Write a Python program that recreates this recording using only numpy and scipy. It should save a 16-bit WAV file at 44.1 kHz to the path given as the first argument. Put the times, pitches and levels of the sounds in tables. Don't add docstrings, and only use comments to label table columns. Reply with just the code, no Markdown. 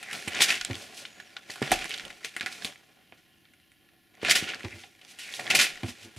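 import sys
import numpy as np
from scipy import signal
from scipy.fft import rfft, irfft
from scipy.io import wavfile
from scipy.ndimage import uniform_filter1d

SR = 44100
rng = np.random.default_rng(int(sys.argv[2]) if len(sys.argv) > 2 else 0)


def store_wav(level_fs):
    pcm = np.round(np.clip(np.atleast_2d(level_fs), -1, 1) * 32767)
    wavfile.write(sys.argv[1], SR, pcm.T.astype(np.int16))


def gain_from_db(level_db):
    decades = np.asarray(level_db, float) / 20
    return 10 ** decades


N = 272934

# (frequency [Hz], level [dB], t60 [s])
TABLE_MODES = [(98, 2, .1), (245, 0, .07), (337, -2, .07), (432, -7, .06), (580, -14, .04), (800, -12, .04)]


def rms_one(x):
    return x / np.sqrt(np.mean(x ** 2) + 1e-20)


def peak_one(x):
    return x / np.abs(x).max()


def at_hz(points, hz):
    table_hz, values = np.array(points).T[:2]
    return np.interp(np.log(hz + 1), np.log(table_hz), values)


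def in_time(rows):
    s, *columns = np.transpose(rows)
    return [np.interp(np.arange(N) / SR, s, column) for column in columns]


def swell(peak_s, db, rise_s, fall_s):
    t = np.arange(N) / SR - peak_s
    return gain_from_db(db - 30 * np.maximum(-t / max(rise_s, .003), t / max(fall_s, .003)))


def band(x, low_hz, high_hz):
    return signal.sosfilt(signal.butter(2, [low_hz, high_hz], "band", fs=SR, output="sos"), x)


def ring(x, hz, t60_s):
    radius = gain_from_db(-60 / (t60_s * SR))
    turn = 2 * np.pi * hz / SR
    return signal.lfilter([0, np.sin(turn)], [1, -2 * radius * np.cos(turn), radius ** 2], x + 1e-18)


def colour(x, spectrum):
    # (centre [Hz], width [Hz], gain [dB])
    housing = [(496, 17, -14.5), (749, 36, 9.5), (935, 70, -12), (1232, 121, -9), (1450, 73, 5),
               (1534, 44, -10.5), (3160, 27, -1.5)]
    hz = np.fft.rfftfreq(8192, 1 / SR)
    db = at_hz(spectrum, hz)
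    for centre_hz, width_hz, gain_db in housing:
        db = db + gain_db * np.exp(-.5 * ((hz - centre_hz) / width_hz) ** 2)
    cepstrum = irfft(np.log(gain_from_db(db)))
    cepstrum[1:4096] *= 2
    cepstrum[4097:] = 0
    response = irfft(np.exp(rfft(cepstrum)))
    return signal.fftconvolve(x, response[None], axes=1)[:, :N]


def stereo_noise():
    # (frequency [Hz], side re mid [dB])
    side_level = [(60, -8.5), (350, -6), (800, -10.5), (1300, -12), (6000, -17.5), (8000, -10.5),
                  (9500, -17.5), (16000, -20.5)]
    mid, side = rng.standard_normal((2, N))
    side_gain = gain_from_db(at_hz(side_level, np.fft.rfftfreq(N, 1 / SR)))
    side = irfft(rfft(side) * side_gain, N)
    return mid + side * [[1], [-1]]


def drift(per_s):
    r = np.exp(-2 * np.pi * per_s / SR)
    wander = signal.lfilter([1], [1, -2 * r, r * r], rng.standard_normal(N + SR))
    return rms_one(wander[SR:])


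def crackle(per_s, depth_db, smooth, t60_s):
    born = rng.random(N) < per_s * gain_from_db(5 * drift(25)) / SR
    sizes = born * gain_from_db(np.clip(depth_db, 0, 6) * np.minimum(rng.exponential(1, N), 3))
    grains = smooth + signal.lfilter([1], [1, -gain_from_db(-60 / (t60_s * SR))], sizes)
    return grains / np.sqrt(uniform_filter1d(grains ** 2, 2001))


def sheet_bands(grains):
    # (frequency [Hz], density [dB/Hz])
    paper_spectrum = [(24, -29.5), (40, -25.5), (96, -8), (199, -2.5), (337, -3), (503, 0.5), (751, -7.5),
                      (896, 2.5), (1270, 2.5), (1440, 5.5), (2440, 9), (10400, -7), (14500, -20.5),
                      (16000, -31)]
    slopes = [(1000, "low", 3), ([1100, 4200], "band", 1), (4000, "high", 2)]
    bands = []
    for hz, kind, order in slopes:
        sos = signal.butter(order, hz, kind, fs=SR, output="sos")
        paper = colour(grains * stereo_noise(), paper_spectrum)
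        bands.append(rms_one(signal.sosfilt(sos, paper)))
    return bands


def background():
    # (frequency [Hz], density [dB/Hz])
    hiss_spectrum = [(30, -7.5), (90, 6), (330, 5.5), (480, -13), (740, -14.5), (1000, -11), (1700, -6.5),
                     (3100, -6), (4200, -7.5), (8800, -27), (9200, -10.5), (12500, -10), (14500, -15),
                     (16000, -29.5)]
    # (frequency [Hz], level [dB rms])
    hum_tones = [(333.8, -76), (726.7, -97.5), (1061, -85), (1394, -86), (1728, -78), (1890, -81),
                 (2401, -87.5), (3128, -80.5)]
    t = np.arange(N) / SR
    tones = sum(gain_from_db(db + 1.0) * np.sin(2 * np.pi * (hz * t + rng.random())) for hz, db in hum_tones)
    hiss = gain_from_db(-67) * rms_one(colour(stereo_noise(), hiss_spectrum))
    return hiss + gain_from_db(2.0 * drift(4)) * tones


def rustle():
    # (time [s], level [dB])
    handling = [(0.0, -49.5), (0.15, -50.5), (0.5, -42.5), (0.81, -52.5), (1.41, -60), (1.81, -40),
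                (2.19, -59), (2.55, -48.5), (2.74, -64.5), (2.96, -68.5), (4.21, -76.5), (4.41, -49),
                (4.62, -54), (4.84, -67.5), (5.12, -59), (5.39, -49), (5.52, -49), (6.19, -60)]
    # (peak time [s], level [dB], rise [s], fall [s])
    swings = [(.14, -45.5, 0.031, 0.13), (.42, -35, 0.15, 0.016), (.74, -57, 0.31, 1),
              (1.201, -70, 0.63, 0.14), (1.67, -45, 0.095, 0.22), (2.05, -52, 0.16, 0.19),
              (2.48, -61, 0.21, 0.051), (2.678, -49, 0.15, 0.13), (4.26, -38, 0.082, 0.23),
              (4.43, -46, 0.015, 0.32), (4.69, -68, 0.079, 0.14), (5.55, -37.5, 0.18, 0.21),
              (5.86, -47, 0.073, 0.077)]
    level_db, = in_time(handling)
    mean_effort_db = -55
    flap_db = mean_effort_db - 6 + 0.67 * (level_db - mean_effort_db)
    air = gain_from_db(flap_db) + sum(swell(*row) for row in swings)
    flap, sheet, edge = sheet_bands(crackle(580, (level_db + 50) / 2.8, 1.5, 0.009))
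    flicker = gain_from_db(0.46 * drift(54))
    gusts = gain_from_db(2.5 * drift(12))
    friction = gain_from_db(level_db) * sheet + gain_from_db(level_db - 5) * edge
    return flicker * friction + air * gusts * flap


def room(x):
    # (frequency [Hz], t60 [s])
    room_t60 = [(200, 0.29), (1400, 0.17), (4000, 0.098), (12000, 0.049)]
    t = np.arange(SR // 2) / SR
    shared = rng.standard_normal(len(t))
    own = rng.standard_normal((2, len(t)))
    tail = 0
    for low_hz in 60 * 2 ** np.arange(8.0):
        decay = gain_from_db(-60 * t / at_hz(room_t60, 0.34 * low_hz))
        tail = tail + band(shared + 0.58 * own, low_hz, 2 * low_hz) * decay
    tail *= t > .004
    tail = tail / np.sqrt(np.sum(tail ** 2) / 2)
    return signal.fftconvolve(x, tail, axes=1)[:, :N]


def snaps():
    # (time [s], peak [dB], ring [Hz], treble re peak [dB])
    slip_events = [(0.028, -24.5, 2350, 0), (0.2798, -12.5, 2640, -2), (.345, -17.5, 2000, -20),
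                   (0.4056, -5.5, 2720, -7), (.4186, -6.5, 2934, 0), (0.743, -27.5, 3550, -17),
                   (1.052, -22.5, 3470, -18), (1.1998, -26, 1720, -10.5), (1.4994, -28, 2060, -41),
                   (1.9396, -17.5, 3500, -8), (2.1032, -26, 2100, -7), (2.5247, -27, 4600, -2),
                   (3.5354, -43.5, 2230, -3), (4.14, -46, 2050, -15), (4.475, -22, 1670, -23),
                   (4.5352, -19, 1650, -47), (4.6461, -23.5, 2340, -10), (5.014, -37, 3130, -9),
                   (5.3954, -18, 2220, -5), (5.466, -21.5, 3420, -22), (5.5505, -4.5, 2390, -11),
                   (5.5895, -9.5, 2970, -12)]
    # (time [s], peak [dB], ring [Hz], treble re peak [dB])
    crack_events = [(0.13, -17, 2430, -1), (0.6496, -14, 3660, -7), (1.8435, -20, 2400, 5),
                    (1.915, -19, 3070, -13), (1.9969, -19, 2290, -7), (2.2463, -17, 2310, -5),
                    (2.365, -13.5, 2080, -1), (2.4095, -10, 2080, -7.5), (2.4609, -13.5, 2090, -1.5),
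                    (2.6471, -10, 3550, 0.5), (2.7582, -33, 2280, -16.5), (3.123, -34, 2090, -36),
                    (3.4532, -44, 2170, -34), (3.5997, -45.5, 2210, -6), (3.7177, -39.5, 2230, 3.5),
                    (4.1716, -43.5, 2023, -24), (4.2487, -9, 2550, -11), (4.2614, -12, 1870, -18),
                    (4.311, -9, 2460, 3), (4.356, -15, 2200, -10), (4.6324, -28.5, 1920, -15),
                    (5.188, -25.5, 2940, 2.5), (5.3387, -18, 3700, -7), (5.6117, -6, 3640, -16)]
    # (time [s], peak [dB], ring [Hz], treble re peak [dB])
    fold_events = [(0.5034, -9, 2640, -20), (0.612, -14, 1860, -11), (0.7102, -21, 2280, -18),
                   (1.366, -21, 1450, -19), (1.558, -23, 1460, -3), (1.62, -21, 1970, -4),
                   (1.6269, -13.5, 1920, -26), (1.6768, -18.5, 2170, -16), (1.7084, -19, 3180, -24),
                   (1.7173, -2.5, 2290, 1.5), (1.821, -20.5, 3160, -19), (1.894, -29, 3120, 12),
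                   (2.051, -23, 3150, -3), (2.428, -25, 2130, -22), (2.6213, -24, 1830, -10),
                   (2.7237, -33.5, 1690, -18), (3.889, -44, 1865, -31), (4.216, -30.5, 2790, -6.5),
                   (4.229, -31, 2310, -0.5), (4.2835, -11, 1920, -15), (4.2972, -4.5, 2850, -23),
                   (4.595, -34.5, 4300, -13), (4.607, -25, 1770, -43), (4.836, -31, 2700, -25),
                   (5.5022, -9, 3100, -1), (5.774, -29, 1830, -20), (5.833, -22, 2760, -4),
                   (6.163, -32.5, 2900, 1.5)]
    # (t60 [s], share [0-1])
    spray_kinds = [(0.11, 0.16), (0.036, 0.52), (0.05, 0.99)]
    length = 4000
    out = np.zeros((2, N + length))
    t = np.arange(length) / SR
    events = []
    for kind, spray_kind in zip([crack_events, fold_events, slip_events], spray_kinds):
        events += [row + spray_kind for row in kind]
    for s, peak_db, hz, treble_db, t60_s, share in events:
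        pan, *spray = rng.standard_normal(length + 1)
        share = np.clip(share, .05, 1)
        click_decay = gain_from_db(-60 * t / 0.0039)
        spray_decay = gain_from_db(-60 * t / max(t60_s, .004))
        burst = spray * ((1 - share) * click_decay + share * spray_decay)
        burst[0] = 0.24 * (1 - share)
        reach_hz = np.clip(5000 * gain_from_db(0.11 * treble_db), 2600, 7000)
        ringing = peak_one(band(ring(burst, hz, 7.5 / hz), 500, 7300))
        body = peak_one(band(band(burst, 700, reach_hz), 700, 1.17 * reach_hz))
        bright = gain_from_db(treble_db - 6.5) * peak_one(band(burst, 3000, 10900))
        sound = 0.46 * (peak_one(ringing + body) + bright)
        pan_db = 1.7 * pan - .6
        at = int(s * SR)
        out[:, at:at + length] += gain_from_db(peak_db) * sound * gain_from_db([[pan_db], [-pan_db]])
    return colour(out[:, :N] + pips(), [(100, -25.0), (900, 1.5), (9000, 6.0), (16000, -3.5)])


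def slides():
    # (time [s], frequency [Hz], level [dB])
    glides = [
        [(.03, 2413, -60), (.045, 2350, -53), (.085, 2100, -47), (.113, 1920, -37), (.13, 1980, -45)],
        [(5.195, 2853, -54), (5.225, 2822, -46), (5.26, 2450, -48), (5.29, 2200, -46), (5.335, 2180, -50)],
    ]
    slow = signal.butter(2, 650 / 2, fs=SR, output="sos")
    out = 0
    t = np.arange(N) / SR
    for rows in glides:
        hz, db = in_time(rows)
        phase = 2 * np.pi * np.cumsum(hz) / SR
        a, b = signal.sosfilt(slow, rng.standard_normal((2, N)))
        inside = (t > rows[0][0]) * (t < rows[-1][0])
        out = out + inside * gain_from_db(db) * rms_one(a * np.sin(phase) + b * np.cos(phase))
    return out


def pips():
    # (time [s], peak [dB], ring [Hz])
    buckles = [(.0872, -30, 2020), (0.1122, -25, 2300), (0.116, -37, 1900), (.1354, -38, 2400),
               (.614, -20, 4100), (.1504, -25, 2580), (0.157, -28, 3200), (0.176, -27, 2500),
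               (0.192, -34, 2510), (.2249, -29, 1860), (0.2768, -19, 2540), (.3202, -26, 2110),
               (0.3332, -25, 2800), (.3495, -24, 6500), (.555, -27, 7000), (.3895, -17, 2490),
               (.4314, -15, 5200), (0.4946, -18, 5000), (.6112, -22.5, 7000), (0.754, -24.5, 3420),
               (1.3924, -39, 1950), (1.5046, -26.5, 4900), (3.5365, -46.5, 2150), (1.664, -24, 2000),
               (1.6862, -32, 2020), (1.7007, -28, 2450), (1.8307, -28, 3100), (1.8632, -39, 2730),
               (1.88, -38, 2880), (1.9077, -20, 2920), (1.9261, -26, 3010), (1.966, -29, 2670),
               (1.9774, -26, 3570), (1.984, -28, 3630), (2.1284, -38, 3700), (2.2302, -34, 2130),
               (2.3713, -30, 2520), (2.3978, -26, 3220), (2.414, -29, 1500), (2.4674, -25, 2670),
               (2.6517, -22.5, 4900), (2.6752, -30, 3000), (2.6998, -35, 2320), (4.1519, -42.5, 1980),
               (5.5901, -12, 2770), (4.272, -30, 7000), (.6485, -18.5, 7500), (4.5458, -24.5, 4460),
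               (4.664, -33, 2020), (4.6833, -27.5, 2130), (5.0492, -38.5, 3200), (5.291, -30, 2020),
               (5.3025, -33, 2360), (5.591, -10, 6500), (5.4423, -27, 2110), (5.46, -22.5, 1930),
               (5.4773, -19, 1930), (5.5975, -12, 2710), (5.7568, -30, 1880), (5.7995, -41, 2110)]
    # (time [s], peak [dB], ring [Hz])
    crinkles = [(0.0612, -34, 1960.0), (0.0699, -38.0, 2450.0), (0.1156, -30, 1810.0),
                (0.1415, -29.0, 2130.0), (0.3234, -26, 2150.0), (0.3836, -25.0, 2240.0),
                (0.4024, -17, 2480.0), (0.4192, -7, 3530.0), (0.4539, -28, 2560.0), (0.5044, -11, 2580.0),
                (0.5319, -17, 2710.0), (0.542, -17, 2730.0), (0.5783, -27.0, 2800.0), (0.7313, -25, 2580.0),
                (1.5002, -22.5, 2030), (1.5799, -34, 1740.0), (1.6177, -27, 1850.0), (1.6245, -18, 2280.0),
                (1.6398, -34, 2330.0), (1.6484, -33, 2090.0), (1.6574, -30.0, 2050.0),
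                (1.6699, -33.0, 2050.0), (1.7092, -22.0, 3230.0), (1.7564, -27.0, 2860.0),
                (1.7859, -26, 2000.0), (1.8619, -32.0, 2370.0), (2.0068, -30, 3040.0),
                (2.0345, -37.0, 2860.0), (2.0801, -32, 2860.0), (2.2349, -35, 2170.0),
                (2.2488, -32, 2130.0), (2.4157, -32, 1700.0), (2.4189, -32.0, 2000.0),
                (2.5009, -37.0, 2110.0), (2.6161, -33, 2390.0), (4.2248, -32, 2610.0),
                (4.2345, -27.0, 2500.0), (4.2875, -15, 1830.0), (4.3103, -11, 1930), (4.3594, -17, 2450.0),
                (4.3633, -15, 2110.0), (4.4322, -30.0, 2240.0), (4.4408, -22, 2800.0), (4.4555, -33, 3100),
                (4.4995, -34, 2710.0), (4.5955, -39, 4330.0), (4.7083, -30, 2280.0), (5.0137, -45, 3270.0),
                (5.4053, -30, 1770.0), (5.4105, -28, 2370.0), (5.4387, -34.0, 1980.0),
                (5.4869, -28, 1790.0), (5.493, -32, 2480.0), (5.5359, -20, 1960.0), (5.6676, -17, 1980.0),
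                (5.6762, -33, 2800.0), (5.8071, -39.0, 3140.0), (5.8459, -35.0, 2280.0)]
    length = 900
    out = np.zeros((2, N + length))
    t = np.arange(length) / SR
    for s, peak_db, hz in buckles + crinkles:
        pan, *spray = rng.standard_normal(length + 1)
        burst = spray * gain_from_db(-60 * t / .008)
        click = peak_one(band(burst, 1700, 5500))
        sound = peak_one(ring(burst, hz, 10 / hz)) + .3 * click
        at = int(s * SR)
        out[:, at:at + length] += gain_from_db(peak_db - 4.5) * sound * gain_from_db([[pan], [-pan]])
    return out[:, :N]


def ticks():
    sizes = gain_from_db(5 * np.minimum(rng.exponential(1, N), 3))
    sizes = sizes * (rng.random(N) < 260 * gain_from_db(6 * drift(30)) / SR)
    dealt = rng.integers(0, 10, N)
    pitches_hz = np.geomspace(1500, 8000, 10)
    return rms_one(sum(ring(sizes * (dealt == k), hz, 31.0 / hz) for k, hz in enumerate(pitches_hz)))


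def sweeps():
    # (peak time [s], sheet [dB], rise [s], fall [s], edge re sheet [dB])
    page_sweeps = [(0.136, -47.5, 0.1, 0.45, 9.5), (0.371, -27, 0.11, 0.099, -36),
                   (0.418, -17, 0.021, 0.075, 6), (0.506, -19.5, 0.084, 0.13, -7.5),
                   (.82, -57.5, 0.42, 0.18, 15.5), (0.978, -56, 0.092, 0.18, 18),
                   (1.508, -42, 0.055, 0.21, 2), (1.721, -22.5, 0.023, 0.09, -1.5), (1.9, -51, 0.097, 1, 1),
                   (2.247, -31.5, 0.0079, 0.06, 0.5), (2.52, -55, 0.091, 0.33, 11),
                   (2.655, -43, 0.076, 0.12, 5.5), (3.182, -62, 0.052, 0.14, -2.5),
                   (4.26, -27, 0.058, 0.16, -37), (4.311, -15, 0.04, 0.046, 3),
                   (4.357, -18.5, 0.018, 0.096, 0), (4.492, -28.5, 0.044, 0.095, -35),
                   (4.82, -49.5, 1, 0.19, -0.5), (5.11, -53, 0.11, 0.082, 8), (5.192, -42, 0.0079, 0.43, 2),
                   (5.591, -18.5, 0.0086, 0.17, -5.5), (5.505, -16, 0.01, 0.076, -9),
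                   (5.551, -20, 0.0079, 0.097, 6), (5.614, -26, 0.014, 0.071, 9.5)]
    # (peak time [s], sheet [dB], rise [s], fall [s], edge re sheet [dB])
    further_sweeps = [(5.895, -42.5, 0.13, 0.067, 5), (6.05, -48, 0.23, 0.045, 2),
                      (6.17, -52.5, 0.015, 0.067, 7.5), (5.345, -49.5, 0.065, 0.23, 12),
                      (1.64, -35, .02, 0.154, -7.5), (4.445, -37, .06, 0.049, -12)]
    flap, sheet, edge = sheet_bands(crackle(900, 2.4, 2.8, 0.005))
    body = bright = 0
    for s, db, rise_s, fall_s, edge_db in page_sweeps + further_sweeps:
        body = body + swell(s, db, rise_s, fall_s)
        bright = bright + swell(s, db + edge_db, 0.78 * rise_s, 0.93 * fall_s)
    swish = sheet + gain_from_db(-16) * ticks() + gain_from_db(-16.5) * flap
    return gain_from_db(-4.0) * (body * swish + bright * edge)


def thumps():
    # (time [s], peak [dB], pitch [Hz], t60 [s])
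    landings = [(0.275, -19.5, 192, 0.016), (0.407, -14.5, 770, 0.0046), (.688, -32, 288, 0.028),
                (0.699, -22.5, 267, 0.14), (0.704, -19, 109, 0.079), (1.497, -29.5, 790, 0.0043),
                (1.6177, -10, 394, 0.01), (1.624, -23, 140, 0.13), (5.842, -25.5, 349, 0.05),
                (1.709, -22, 305, 0.11), (1.7183, -4.5, 748, 0.046), (2.245, -36.5, 447, 0.1),
                (2.408, -33.5, 216, 0.022), (2.647, -28.5, 230, 0.036), (3.124, -36.5, 698, 0.013),
                (4.2304, -16.5, 448, 0.013), (4.287, -17, 680, 0.061), (4.424, -22.5, 191, 0.032),
                (4.641, -26.5, 300, 0.02), (4.74, -38, 100, 0.15), (4.648, -19, 99, 0.041),
                (5.393, -24.5, 750, 0.053), (5.548, -19.5, 706, 0.046), (5.832, -19.5, 257, 0.13),
                (5.837, -17.5, 104, 0.071), (5.884, -29.5, 246.3, 0.15), (6.165, -31, 109, 0.13),
                (2.364, -36, 302, 0.016), (2.431, -32, 220, .03), (2.461, -32.5, 350, .02),
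                (4.4245, -26.5, 358.3, 0.028), (4.647, -29, 617, 0.037), (4.657, -27, 338, 0.036),
                (4.84, -39.5, 790, .04)]
    length = 9000
    out = np.zeros(N + length)
    t = np.arange(length) / SR
    for s, peak_db, hz, t60_s in landings:
        strengths_db = rng.normal(0, 0.39, len(TABLE_MODES))
        puff = rng.standard_normal(length)
        push = np.exp(-.5 * ((t - 0.13 / hz) * hz / 0.027) ** 2)
        push = push + 0.011 * puff * gain_from_db(-60 * t / 0.011)
        table = 0
        for (mode_hz, db, decay_s), strength_db in zip(TABLE_MODES, strengths_db):
            lightness = min(1, mode_hz / hz) ** 1.3
            table = table + gain_from_db(db + strength_db) * lightness * ring(push, mode_hz, decay_s)
        sheet = ring(push, hz, np.clip(t60_s, .005, 32 / hz))
        sound = peak_one(sheet + 0.27 * table)
        sound += 0.3 * peak_one(band(puff * gain_from_db(-60 * t / 0.099), 100, 830))
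        at = int(s * SR)
        out[at:at + length] += gain_from_db(peak_db - 5.0) * sound
    out = out[:N]
    return out * gain_from_db([[-.6], [.6]]) + 0.15 * np.gradient(out, 12) * [[12], [-12]]


def rumble():
    # (peak time [s], level [dB], rise [s], fall [s])
    jolts = [(1.72, -38, 0.029, 0.19), (.63, -58, .05, .1), (2.04, -59.5, 0.047, 0.17),
             (4.36, -56, 0.04, .15), (5.6, -56, .1, 0.11), (5.75, -58, .05, .1)]
    noise = stereo_noise() + 1.2 * rng.standard_normal(N)
    return rms_one(band(noise, 13, 55)) * sum(swell(*row) for row in jolts)


def drags():
    # (peak time [s], level [dB], rise [s], fall [s])
    rubs = [(.77, -48, 0.18, 0.08), (4.765, -47, .25, 0.09), (5.9, -53, .1, 0.12), (6.06, -50, 0.09, 0.1)]
    white = rng.standard_normal(N + 1)
    noise = np.diff(white) + .09 * white[1:]
    table = sum(gain_from_db(db) * ring(noise, hz, t60_s) for hz, db, t60_s in TABLE_MODES)
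    return rms_one(table) * sum(swell(*row) for row in rubs)


def squeak():
    # (time [s], frequency [Hz], level [dB])
    finger_tracks = [
        [(1.06, 6850, -75), (1.12, 6750, -64), (1.235, 6770, -64), (1.27, 6700, -80)],
        [(1.24, 5800, -80), (1.265, 5630, -63), (1.31, 5250, -64), (1.39, 4000, -70)],
    ]
    out = 0
    t = np.arange(N) / SR
    for rows in finger_tracks:
        hz, db = in_time(rows)
        inside = (t > rows[0][0]) & (t < rows[-1][0])
        phase = 2 * np.pi * np.cumsum(hz + 45 * drift(170)) / SR
        out = out + inside * gain_from_db(db + 2 * drift(68)) * np.sin(phase)
    return out


def gaps():
    # (peak time [s], level [dB], rise [s], fall [s], centre [Hz])
    openings = [(4.73, -46, .12, .09, 2200), (4.497, -38, .05, .04, 2800), (1.92, -39, .06, .06, 2900)]
    noise = crackle(300, 2.0, 1.5, .012) * stereo_noise()
    half_width_hz = 280
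    out = 0
    for *shape, hz in openings:
        out = out + swell(*shape) * rms_one(band(noise, hz - half_width_hz, hz + half_width_hz))
    return out


def whistle():
    # (centre [Hz], level [dB])
    whistle_bands = [(2830, -77), (3130, -78)]
    t = np.arange(N) / SR
    noise = stereo_noise()
    open_gap = uniform_filter1d(1. * (t > 2.75) * (t < 3.89), 801) * gain_from_db(2 * drift(5))
    half_width_hz = 85
    air = sum(gain_from_db(db) * rms_one(band(noise, hz - half_width_hz, hz + half_width_hz))
              for hz, db in whistle_bands)
    return open_gap * air


def scene():
    paper = rustle() + snaps() + slides() + sweeps() + thumps()
    paper = paper + drags() + squeak() + gaps() + whistle()
    high_pass = signal.butter(4, 84, "high", fs=SR, output="sos")
    paper = signal.sosfilt(high_pass, paper) + gain_from_db(-41.0) * paper
    paper = paper * gain_from_db([[-.25], [.25]])
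    return paper + gain_from_db(-14) * room(paper) + rumble() + background()


def low_pass(x):
    return signal.sosfilt(signal.butter(12, 16510, fs=SR, output="sos"), x)


def record(dry):
    rounded = .7 * np.tanh(dry / .7)
    cut = signal.sosfilt(signal.cheby2(12, 40, 16350, fs=SR, output="sos"), rounded)
    return low_pass(cut)


dry = scene()
out = record(dry)
store_wav(out)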